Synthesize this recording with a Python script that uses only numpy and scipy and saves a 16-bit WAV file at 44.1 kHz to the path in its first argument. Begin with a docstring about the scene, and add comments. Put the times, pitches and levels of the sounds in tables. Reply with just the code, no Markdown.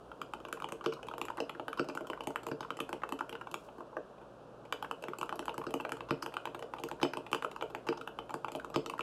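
"""Quick typing on a foam-filled mechanical keyboard on a desk, close to one microphone in a small quiet room.
Fan noise, a wavering motor hum and the slide of fingertips are there from the start. Then come the keys: each
contact knocks the plate, clacks the cap, ticks in the switch and thumps case and desk, and the room adds a short
tail. Loose contacts chatter. Before one second the long bar's wire first rings. Near 3.6 s fingertips brush the
caps; a pause with only a few contacts follows, one a hard, dull knock, then quick typing from about 4.7 s on."""
import sys
import numpy as np
from scipy import signal
from scipy.fft import rfft, irfft
from scipy.io import wavfile
from scipy.ndimage import uniform_filter1d

SR = 44100
rng = np.random.default_rng(int(sys.argv[2]) if len(sys.argv) > 2 else 0)


def wav_out(sig):
    """Save sig, one row per channel (or a flat mono array), as 16-bit PCM at SR to the path in sys.argv[1]."""
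    wavfile.write(sys.argv[1], SR, np.round(np.clip(np.atleast_2d(sig).T, -1, 1) * 32767).astype(np.int16))


N = 397782

# Every key contact, with the strength of each part before chatter and filtering:
# start_s, plate_knock_db, plate_pitch_hz (under the key), case_thump_db, cap_clack_db, stem_tick_db
KEY_CONTACTS = [(0.116, -33, 1160, -54, -48.5, -63), (0.216, -26, 1340, -41, -32.5, -42),
                (0.336, -25.5, 1150, -45, -34, -45), (0.402, -40, 1240, -49, -48, -57),
                (0.451, -30.5, 1220, -42, -38.5, -50), (0.485, -36, 920, -48, -45, -47),
                (0.527, -26.5, 1330, -36, -33.5, -34.5), (0.572, -33, 870, -56, -49, -63),
                (0.601, -34.5, 1170, -47, -42, -49), (0.622, -28, 1120, -43, -38, -46),
                (0.643, -26.5, 810, -42.5, -31.5, -47), (0.688, -35, 990, -48, -44, -44),
                (0.722, -28, 950, -32, -34.5, -36.5), (0.81, -33, 1070, -47, -45, -63),
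                (0.841, -30, 1090, -47, -46, -50), (0.861, -22.5, 1170, -21.5, -26.5, -40.5),
                (0.923, -30.5, 1010, -40, -36.5, -50), (0.936, -47, 1070, -41, -57, -45),
                (0.967, -38, 1020, -53, -60, -74), (0.991, -39, 1160, -65, -68, -67),
                (1.03, -32.5, 920, -47, -37, -47), (1.069, -39, 1010, -45, -48, -50),
                (1.085, -29.5, 1000, -47, -37.5, -49), (1.113, -30, 1120, -53, -49, -55),
                (1.138, -28, 940, -44, -39.5, -57), (1.181, -29.5, 1010, -40.5, -43, -43),
                (1.215, -25.5, 1170, -35.5, -26.5, -35.5), (1.253, -35.5, 1070, -45, -45, -37),
                (1.284, -29, 1310, -45, -37.5, -53), (1.302, -25, 930, -49, -46, -50),
                (1.372, -35, 890, -57, -45, -45), (1.379, -28, 1330, -38.5, -44, -61),
                (1.403, -22, 830, -30, -29.5, -39.5), (1.495, -29.5, 1020, -45, -34, -45.5),
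                (1.55, -34, 1070, -42, -58, -64), (1.597, -26, 940, -39, -37.5, -55),
                (1.682, -24, 1120, -36, -33.5, -41), (1.73, -28.5, 1270, -52, -36.5, -44),
                (1.774, -31, 1020, -49, -42, -50), (1.785, -28.5, 1100, -40, -43, -65),
                (1.795, -23.5, 1160, -23, -28.5, -47), (1.844, -32, 800, -51, -50, -53),
                (1.887, -31.5, 1120, -32, -42, -42.5), (1.898, -31.5, 940, -47, -37.5, -54),
                (1.951, -32.5, 1050, -37.5, -42, -39), (1.974, -25, 1440, -47, -40, -44),
                (2.008, -30.5, 840, -35, -47, -52), (2.047, -37, 1090, -48, -64, -73),
                (2.07, -38, 1110, -48, -42, -43), (2.1, -25.5, 930, -36, -33.5, -44.5),
                (2.133, -26.5, 1160, -56, -47, -53), (2.175, -33.5, 1110, -51, -54, -65),
                (2.207, -27.5, 840, -44, -33.5, -45), (2.237, -36, 855, -47, -49, -47),
                (2.272, -27, 810, -28.5, -30, -30.5), (2.305, -33, 1210, -47, -48, -48),
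                (2.359, -21, 1080, -40, -29, -39.5), (2.433, -38, 1070, -46, -46, -46),
                (2.467, -27.5, 880, -31.5, -38, -38), (2.486, -36, 1080, -51, -42, -44),
                (2.515, -29, 1230, -27.5, -41, -55), (2.607, -28.5, 1020, -40, -46, -46),
                (2.629, -34, 1090, -50, -43.5, -56), (2.648, -31, 1040, -51, -53, -61),
                (2.705, -23.5, 1230, -38, -31, -44), (2.77, -38, 960, -45, -41.5, -41),
                (2.79, -29.5, 1020, -47, -51, -55), (2.803, -29, 1040, -30.5, -26.5, -31),
                (2.892, -29.5, 1070, -40, -43, -42), (2.929, -24.5, 990, -33, -35, -37.5),
                (3.019, -35, 1140, -50, -54, -63), (3.035, -22, 1020, -42, -37, -52),
                (3.091, -32.5, 1110, -43, -42.5, -44), (3.123, -24, 850, -30, -34, -37),
                (3.19, -34, 1210, -59, -39, -47.5), (3.208, -22, 1100, -39.5, -44, -46),
                (3.294, -38, 1110, -43, -38, -42), (3.327, -32.5, 1040, -38, -35, -48),
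                (3.353, -29, 1210, -49, -40, -56), (3.412, -30, 1120, -49, -42, -54),
                (3.471, -30, 1180, -53, -44, -59), (3.514, -42, 1000, -44, -44, -40),
                (3.542, -25, 1210, -40, -30, -35), (3.686, -37, 980, -52, -48, -80),
                (3.783, -38.5, 1050, -42, -64, -59), (3.806, -32.5, 1070, -42, -55, -60),
                (3.93, -37.5, 890, -51, -69, -75), (3.968, -22.5, 950, -37, -51, -57),
                (4.18, -45, 965, -53, -57, -71), (4.214, -41, 950, -53, -56, -70),
                (4.652, -43, 860, -58, -50.5, -58), (4.725, -22.5, 1130, -41, -26.5, -34.5),
                (4.826, -25, 1000, -41, -36.5, -41), (4.846, -30, 1080, -56, -41, -49),
                (4.912, -23.5, 924, -42, -33.5, -40), (5.024, -35, 806, -47, -45, -44),
                (5.039, -29, 1000, -44, -36.5, -46), (5.084, -27, 900, -33, -37.5, -48),
                (5.134, -27.5, 1050, -52, -46, -57), (5.186, -37.5, 960, -41, -39, -36),
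                (5.213, -26, 990, -35.5, -31, -38), (5.23, -22.5, 1140, -49, -40, -44),
                (5.258, -40, 1090, -49, -57, -52), (5.293, -26.5, 1250, -42.5, -38, -45),
                (5.326, -24, 970, -42, -39, -48), (5.357, -45, 860, -41.5, -54, -41.5),
                (5.393, -26.5, 920, -34, -34, -35), (5.426, -35, 1170, -55, -59, -59),
                (5.456, -35, 1190, -52, -43, -42), (5.481, -21.5, 1050, -42, -33, -46),
                (5.494, -29, 1070, -43, -30, -48), (5.542, -36, 1230, -43, -62, -47),
                (5.58, -27, 930, -31, -38, -39.5), (5.615, -30, 1060, -48, -45, -58),
                (5.639, -33, 1070, -53, -50, -50), (5.667, -29.5, 1250, -29.5, -42, -54),
                (5.69, -40, 750, -36.5, -50, -61), (5.707, -31, 875, -48, -43, -45),
                (5.74, -23, 880, -26, -30, -33.5), (5.761, -53, 676, -53, -58, -56),
                (5.8, -27, 1170, -38, -35, -52), (5.808, -34, 1030, -55, -40, -46),
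                (5.85, -25, 940, -59, -35.5, -51), (5.893, -29, 870, -44, -38, -46),
                (5.92, -27, 1300, -33.5, -33.5, -33.5), (5.969, -37, 1100, -46, -47, -50),
                (6.007, -29, 1000, -42, -35, -53), (6.088, -32.5, 1050, -47, -44, -59),
                (6.108, -20, 1150, -21.5, -27, -43.5), (6.225, -27, 1160, -46, -42, -38.5),
                (6.231, -45, 1130, -40, -40, -40), (6.262, -27.5, 1100, -37, -33, -40),
                (6.323, -40, 1020, -47, -52, -60), (6.34, -34.5, 1030, -45, -36, -46),
                (6.368, -21.5, 1150, -46, -29, -42), (6.455, -25, 1140, -47, -33, -42),
                (6.473, -26, 990, -38.5, -42, -59), (6.547, -31.5, 1110, -39.5, -37.5, -46.5),
                (6.593, -35, 860, -44, -42, -44), (6.625, -26, 950, -44, -38.5, -46),
                (6.737, -24.5, 1000, -46, -40, -50), (6.764, -39, 1000, -59, -53, -59),
                (6.785, -37, 1030, -56, -39.5, -54), (6.798, -36, 920, -42, -58, -50),
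                (6.837, -28.5, 900, -31.5, -28, -32), (6.887, -35.5, 1300, -48, -56, -40),
                (6.914, -27, 1050, -37, -36, -43), (7, -35, 1050, -50, -51, -56),
                (7.015, -29, 1060, -35, -38, -46), (7.03, -17, 1200, -20.5, -22, -34),
                (7.051, -25, 830, -48, -35, -57), (7.135, -27.5, 1150, -40, -36, -43.5),
                (7.171, -27, 910, -32.5, -33, -38.5), (7.265, -37.5, 1130, -50, -40, -54),
                (7.316, -38, 960, -37, -38, -40), (7.33, -17.5, 1060, -30.5, -20, -30),
                (7.347, -20.5, 930, -37, -28.5, -33), (7.424, -27.5, 1290, -42, -35, -44),
                (7.438, -50, 860, -48, -56, -52), (7.447, -20.5, 990, -49, -35, -43),
                (7.514, -37.5, 950, -44, -41, -46.5), (7.562, -29.5, 1000, -48, -43, -47),
                (7.611, -30, 1040, -44, -32.5, -54), (7.624, -22.5, 1010, -52, -34, -44),
                (7.701, -41, 770, -45.5, -47, -53), (7.749, -26, 980, -38, -33.5, -44),
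                (7.868, -28, 1040, -42, -39, -50), (7.888, -24.5, 1220, -22.5, -28.5, -41.5),
                (7.926, -27.5, 1030, -42, -42, -53), (7.974, -35.5, 1020, -48, -46, -55),
                (8.012, -33, 1150, -42, -38.5, -47), (8.075, -29.5, 1070, -45, -35.5, -43),
                (8.188, -26.5, 1080, -37.5, -34, -48.5), (8.294, -35, 1050, -48, -42, -52),
                (8.306, -30.5, 1090, -46, -48, -46), (8.341, -23.5, 960, -32.5, -37, -39.5),
                (8.446, -21.5, 1060, -42, -36, -48), (8.483, -26.5, 1010, -51, -38.5, -51),
                (8.519, -35, 970, -42, -42, -39.5), (8.551, -25.5, 806, -31.5, -33.5, -43),
                (8.559, -40, 1190, -45, -45, -43), (8.598, -32.5, 1280, -46, -42, -51),
                (8.646, -29, 1150, -42.5, -44, -46), (8.701, -36, 824, -45, -50, -49),
                (8.742, -28, 1110, -37, -41, -50), (8.76, -20, 1220, -21, -24, -38),
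                (8.861, -31, 1110, -35.5, -36, -40), (8.898, -28.5, 1060, -39.5, -31.5, -38.5),
                (8.937, -26.5, 970, -43, -47, -55), (8.98, -41, 1410, -54, -50, -51),
                (8.993, -23, 1110, -37.5, -38, -46), (9.008, -32, 950, -56, -26.5, -42)]
# The long bar's wire, struck going down and up: start_s, peak_level_db
BAR_STROKES = [(0.8609, -48), (0.9353, -62), (1.4037, -68), (1.7943, -39.5), (1.8866, -46), (2.5137, -48),
               (2.6065, -50), (5.6675, -47), (6.107, -42), (6.2224, -41), (7.0299, -33.5), (7.1344, -62),
               (7.887, -46), (7.9738, -57), (8.76, -39), (8.8608, -50)]
SCATTER_DB = 2.5  # how much the modes of the light parts and the wire vary in level from blow to blow


def undb(db):
    """Turn decibels into a plain multiplier."""
    return 10 ** (np.asarray(db) / 20)


def decay(t, t60_s):
    """A ring dies away exponentially, falling 60 dB in t60_s."""
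    return np.exp(-np.log(1000) * t / t60_s)


def band(x, low_hz, high_hz):
    """Keep mainly what lies between two pitches."""
    return signal.sosfilt(signal.butter(2, [low_hz, high_hz], "bandpass", fs=SR, output="sos"), x)


def fan():
    """Moving air makes steady noise, with more power at some pitches than at others."""
    # Shape of the air noise: pitch_hz, relative_level_db (per Hz)
    air_shape = [(15, -42), (25, -14), (45, -6), (85, -32), (140, -0.5), (205, -1.5), (280, -1), (550, 4),
                 (850, -4.5), (1150, -5.5), (1500, -10.5), (2050, -32), (2700, -21.5), (4500, -30.5),
                 (11500, -41.5), (16000, -60)]
    air_rms_db = -53.5
    shape_hz, shape_db = np.transpose(air_shape)
    hz = np.arange(N // 2 + 1) * SR / N + 1  # the added 1 avoids the logarithm of zero
    gain = undb(np.interp(np.log(hz), np.log(shape_hz), shape_db))
    air = irfft(rfft(rng.standard_normal(N)) * gain, N)
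    return air * undb(air_rms_db) / air.std()


def motor_hum():
    """A motor hums on a few low tones whose levels slowly waver."""
    # Tones of the hum: pitch_hz, middle_level_db (rms)
    hum_tones = [(58.8, -72.5), (119, -70.5)]
    waver_db = 3.7
    t = np.arange(N) / SR
    out = np.zeros(N)
    for hz, db in hum_tones:
        waver = uniform_filter1d(rng.standard_normal(N), size=4000)
        waver = uniform_filter1d(waver, size=4000)
        level = undb(db + waver_db * waver / waver.std())
        out += level * np.sqrt(2) * np.sin(2 * np.pi * hz * t)
    return out


def fingertips(low_hz=2000., high_hz=11000., grain_db=2.2):
    """Skin on textured plastic: fine noise in uneven grains, a steady slide with single brushes on top."""
    # Brushes added to the slide: peak_s, level_db (rms at the peak)
    brushes = [(3.6, -78), (3.65, -74)]
    slide_db, rest_db = -82.5, -96  # rms while typing, and in the pause
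    rest_start_s, rest_end_s = 3.85, 4.65
    rise_s, fade_s = .012, .029
    t = np.arange(N) / SR
    typing = 1. * ((t < rest_start_s) | (t > rest_end_s))
    typing = uniform_filter1d(typing, size=8000)  # soften the change
    level = undb(rest_db + (slide_db - rest_db) * typing)
    for peak_s, db in brushes:
        level += undb(db) * np.exp(-np.abs(t - peak_s) / np.where(t < peak_s, rise_s, fade_s))
    grain = uniform_filter1d(rng.standard_normal(N), size=150)
    rub = rng.standard_normal(N) * undb(grain_db * grain / grain.std())
    rub = band(rub, low_hz, high_hz)
    return rub / rub.std() * level


def ring(rows, modes, weight_db, scatter_db, detune, rise_s, span_s, signs=None):
    """One ring per row, peak 1: a blow sets off decaying tones, each with its own chance level and pitch."""
    hz, db, t60_s = np.transpose(modes)
    t = np.arange(int(span_s * SR)) / SR
    chance = rng.standard_normal((len(rows), 3, len(hz)))
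    # unless signs are given, chance decides which way each mode is pushed
    push = np.sign(chance[:, 2]) if signs is None else signs
    gain = undb(db + weight_db + scatter_db * chance[:, 0]) * push
    out = np.zeros((len(rows), len(t)))
    for k in range(len(hz)):
        pitch_hz = hz[k] * (1 + detune * chance[:, 1, k, None])
        out += gain[:, k, None] * np.sin(2 * np.pi * pitch_hz * t) * decay(t, t60_s[k])
    out *= 1 - np.exp(-t / rise_s)  # the push takes a moment to arrive
    return out / np.abs(out).max(axis=1, keepdims=True)


def place(rows, rings):
    """Add each ring at the start time of its row."""
    out = np.zeros(N + SR)
    for row, sound in zip(rows, rings):
        at = int(row[0] * SR)
        out[at:at + len(sound)] += sound
    return out[:N]


def contact_rules(start_s, plate_db, stem_db):
    """Knock, tick and bar strokes set how loud the housing is and how long each contact chatters."""
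    # the housing follows knock and tick (dB per dB); the bar's stabilisers add rattle
    housing_db, per_knock, per_tick, bar_rattle_db = -11.5, .22, .67, 10.5
    # middle chatter length at this tick and knock; so many dB more of either halves it
    middle_ms, middle_tick_db, middle_knock_db = 1.41, -46, -29
    tick_halving_db, knock_halving_db = 24, 16
    spread_octaves = .3  # random share, contact to contact
    same_s, lead_s, slack_ms = .004, .025, 5.7  # the bar takes up slack just before it lands
    to_bar_s = np.array(BAR_STROKES)[:, 0] - start_s[:, None]
    on_bar = (np.abs(to_bar_s) < same_s).any(axis=1)
    slack = ((to_bar_s >= same_s) & (to_bar_s < lead_s)).any(axis=1)
    housing_db = housing_db + per_knock * plate_db + per_tick * stem_db
    housing_db = housing_db + bar_rattle_db * (on_bar | slack)
    loose = (middle_tick_db - stem_db) / tick_halving_db
    loose = loose + (middle_knock_db - plate_db) / knock_halving_db
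    ms = middle_ms * 2 ** (loose + spread_octaves * rng.standard_normal(len(start_s)))
    return housing_db, np.where(slack, slack_ms, ms)


def chatter(ms, firm_ms=1.0, bounces_per_s=2900.0):
    """A first touch, then small random bounces that die away; a long chatter starts softly."""
    t = np.arange(1536) / SR
    ms = np.maximum(ms, .1)
    chance = rng.random((len(ms), 2, len(t)))
    bounce = chance[:, 0] < bounces_per_s / SR
    strength = 2 * chance[:, 1] - 1
    hits = bounce * strength * np.exp(-(1000 * t / ms[:, None]) ** 2 / 4)
    hits[:, 0] = 1 + firm_ms / ms
    return hits


def light_parts():
    """Plate, cap, switch housing and stem ring at each contact, and feel every bounce."""
    # Ringing modes of each part before chance changes: pitch_hz, relative_level_db, t60_s (time to fall 60 dB)
    plate_modes = [(582, 19.5, 0.0091), (678, 14.5, 0.0063), (710, 8.5, 0.0047), (950, 4.5, 0.0089),
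                   (946, 5.5, 0.014), (1043, 11, 0.0076), (1270, 0, 0.023), (1409, 8.5, 0.014),
                   (1440, -59, 0.021), (1565, -13, 0.02)]
    cap_modes = [(1950, -7, .009), (2200, -8, .009), (2430, -2, .013), (2600, 0, .014), (2760, -2, .012),
                 (2920, 0, .013), (3080, -2, .012), (3350, -8, .008)]
    housing_modes = [(3760, -4, 0.008), (4140, 16, 0.0034), (4860, -21, 0.0062), (4907, 2.5, 0.021),
                     (5430, 0.5, 0.015), (6040, 12, 0.0032)]
    stem_modes = [(6780, -2, 0.0097), (7320, -1, 0.0086), (7820, 8, 0.0031), (8850, -1.5, 0.0069),
                  (9680, 0, 0.004), (10720, 1.5, 0.0044), (11600, 2, 0.0061), (13130, -1, 0.0044)]
    plate_reach_octaves = .33  # how far from a key's own pitch the plate modes still answer
    rise_cycles = .4  # rise of a ring, in cycles of the part's middle mode
    start_s, plate_db, plate_hz, _, cap_db, stem_db = np.transpose(KEY_CONTACTS)
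    housing_db, ms = contact_rules(start_s, plate_db, stem_db)
    away = np.log2(np.array(plate_modes)[:, 0] / plate_hz[:, None]) / plate_reach_octaves
    parts = ((plate_modes, plate_db, -10 * away ** 2 / 2), (cap_modes, cap_db, 0),
             (housing_modes, housing_db, 0), (stem_modes, stem_db, 0))
    size = 4096  # room for ring and chatter together
    bounces = rfft(chatter(ms), size)
    light = 0
    for modes, part_db, weight_db in parts:
        rise_s = rise_cycles / modes[len(modes) // 2][0]  # larger parts take the blow more slowly
        clean = ring(KEY_CONTACTS, modes, weight_db, SCATTER_DB, detune=.015, rise_s=rise_s, span_s=.05)
        clean = rfft(clean, size)
        bounced = clean * bounces
        # the bounces share out the energy of one clean blow
        share = np.linalg.norm(clean, axis=1) / np.linalg.norm(bounced, axis=1)
        light = light + (undb(part_db) * share)[:, None] * bounced
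    return place(KEY_CONTACTS, irfft(light))


def case_thumps():
    """The heavy case feels one slow push; strong modes start opposed, so the thump swells late and beats."""
    # Ringing modes before chance changes: pitch_hz, relative_level_db, t60_s
    case_modes = [(145, -8, .1), (215, -9, .07), (277, -1, .1), (318, -10, .05), (356, 0, .1),
                  (400, -10, .05), (454, -2, .11), (520, -10, .06), (577, -8, .08), (622, -9, .07),
                  (760, -13, .05)]
    # Which way each case mode starts: direction (1 or -1)
    case_signs = [1, -1, 1, 1, -1, -1, 1, 1, -1, 1, -1]
    thump_db = np.transpose(KEY_CONTACTS)[3]
    thumps = ring(KEY_CONTACTS, case_modes, 0, scatter_db=3, detune=.012, rise_s=.002, span_s=.2,
                  signs=np.array(case_signs))
    return place(KEY_CONTACTS, undb(thump_db)[:, None] * thumps)


def room(x, gap_s=0.0017):
    """A few near echoes, then dense reflections: noise in bands, each with its own decay."""
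    # Bands of the tail: centre_hz, t60_s, level_db (of the noise before its band filter)
    tail_bands = [(188, 0.32, -28), (432, 0.17, -22), (1260, 0.48, -45.5), (2550, 0.22, -36.5),
                  (5460, 0.24, -35.5), (12300, 0.18, -35.5)]
    # Echoes from desk, screen and wall: delay_ms, level_db
    near_echoes = [(2.6, -17.5), (8.6, -16), (17.3, -30.5)]
    t = np.arange(SR // 2) / SR
    tail = 0
    for hz, t60_s, db in tail_bands:
        noise = band(rng.standard_normal(len(t)), hz / 1.5, min(hz * 1.5, 20000))
        tail = tail + undb(db) * noise * decay(t, t60_s)
    tail *= 1 - np.exp(-(t / gap_s) ** 2)  # dense reflections need a moment to build up
    for ms, db in near_echoes:
        tail[int(ms * SR / 1000)] += undb(db)
    return signal.fftconvolve(x, tail)[:N]


def bar_wire():
    """The long bar's wire rings on a few high modes at each stroke."""
    # Ringing modes before chance changes: pitch_hz, relative_level_db, t60_s
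    wire_modes = [(4600, -1, 0.078), (5110, 13, 0.023), (5470, -14, 0.035), (7940, -4.5, 0.064)]
    peak = undb(np.array(BAR_STROKES)[:, 1:])
    rings = ring(BAR_STROKES, wire_modes, 0, SCATTER_DB, detune=.0059, rise_s=.00053, span_s=.15)
    return place(BAR_STROKES, peak * rings)


def without_bass(x, small_hz=367.0):
    """Small parts radiate no bass, so a high-pass filter weakens it."""
    return signal.sosfilt(signal.butter(2, small_hz, "highpass", fs=SR, output="sos"), x)


def scene():
    """Add the direct sound of the keyboard, its room sound, the fingertips and the background."""
    case_to_room_db = -7.5  # the case thumps mostly into the desk
    light = without_bass(light_parts() + bar_wire())
    heavy = case_thumps()
    reflected = room(light + undb(case_to_room_db) * heavy)
    background = fan() + motor_hum()
    return (light + heavy + reflected + fingertips() + background)[None]


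def record(dry):
    """The recorder cuts the top with a steep low-pass filter."""
    top_hz = 16400
    return signal.sosfilt(signal.ellip(10, .2, 70, top_hz, fs=SR, output="sos"), dry)


dry = scene()
out = record(dry)
wav_out(out)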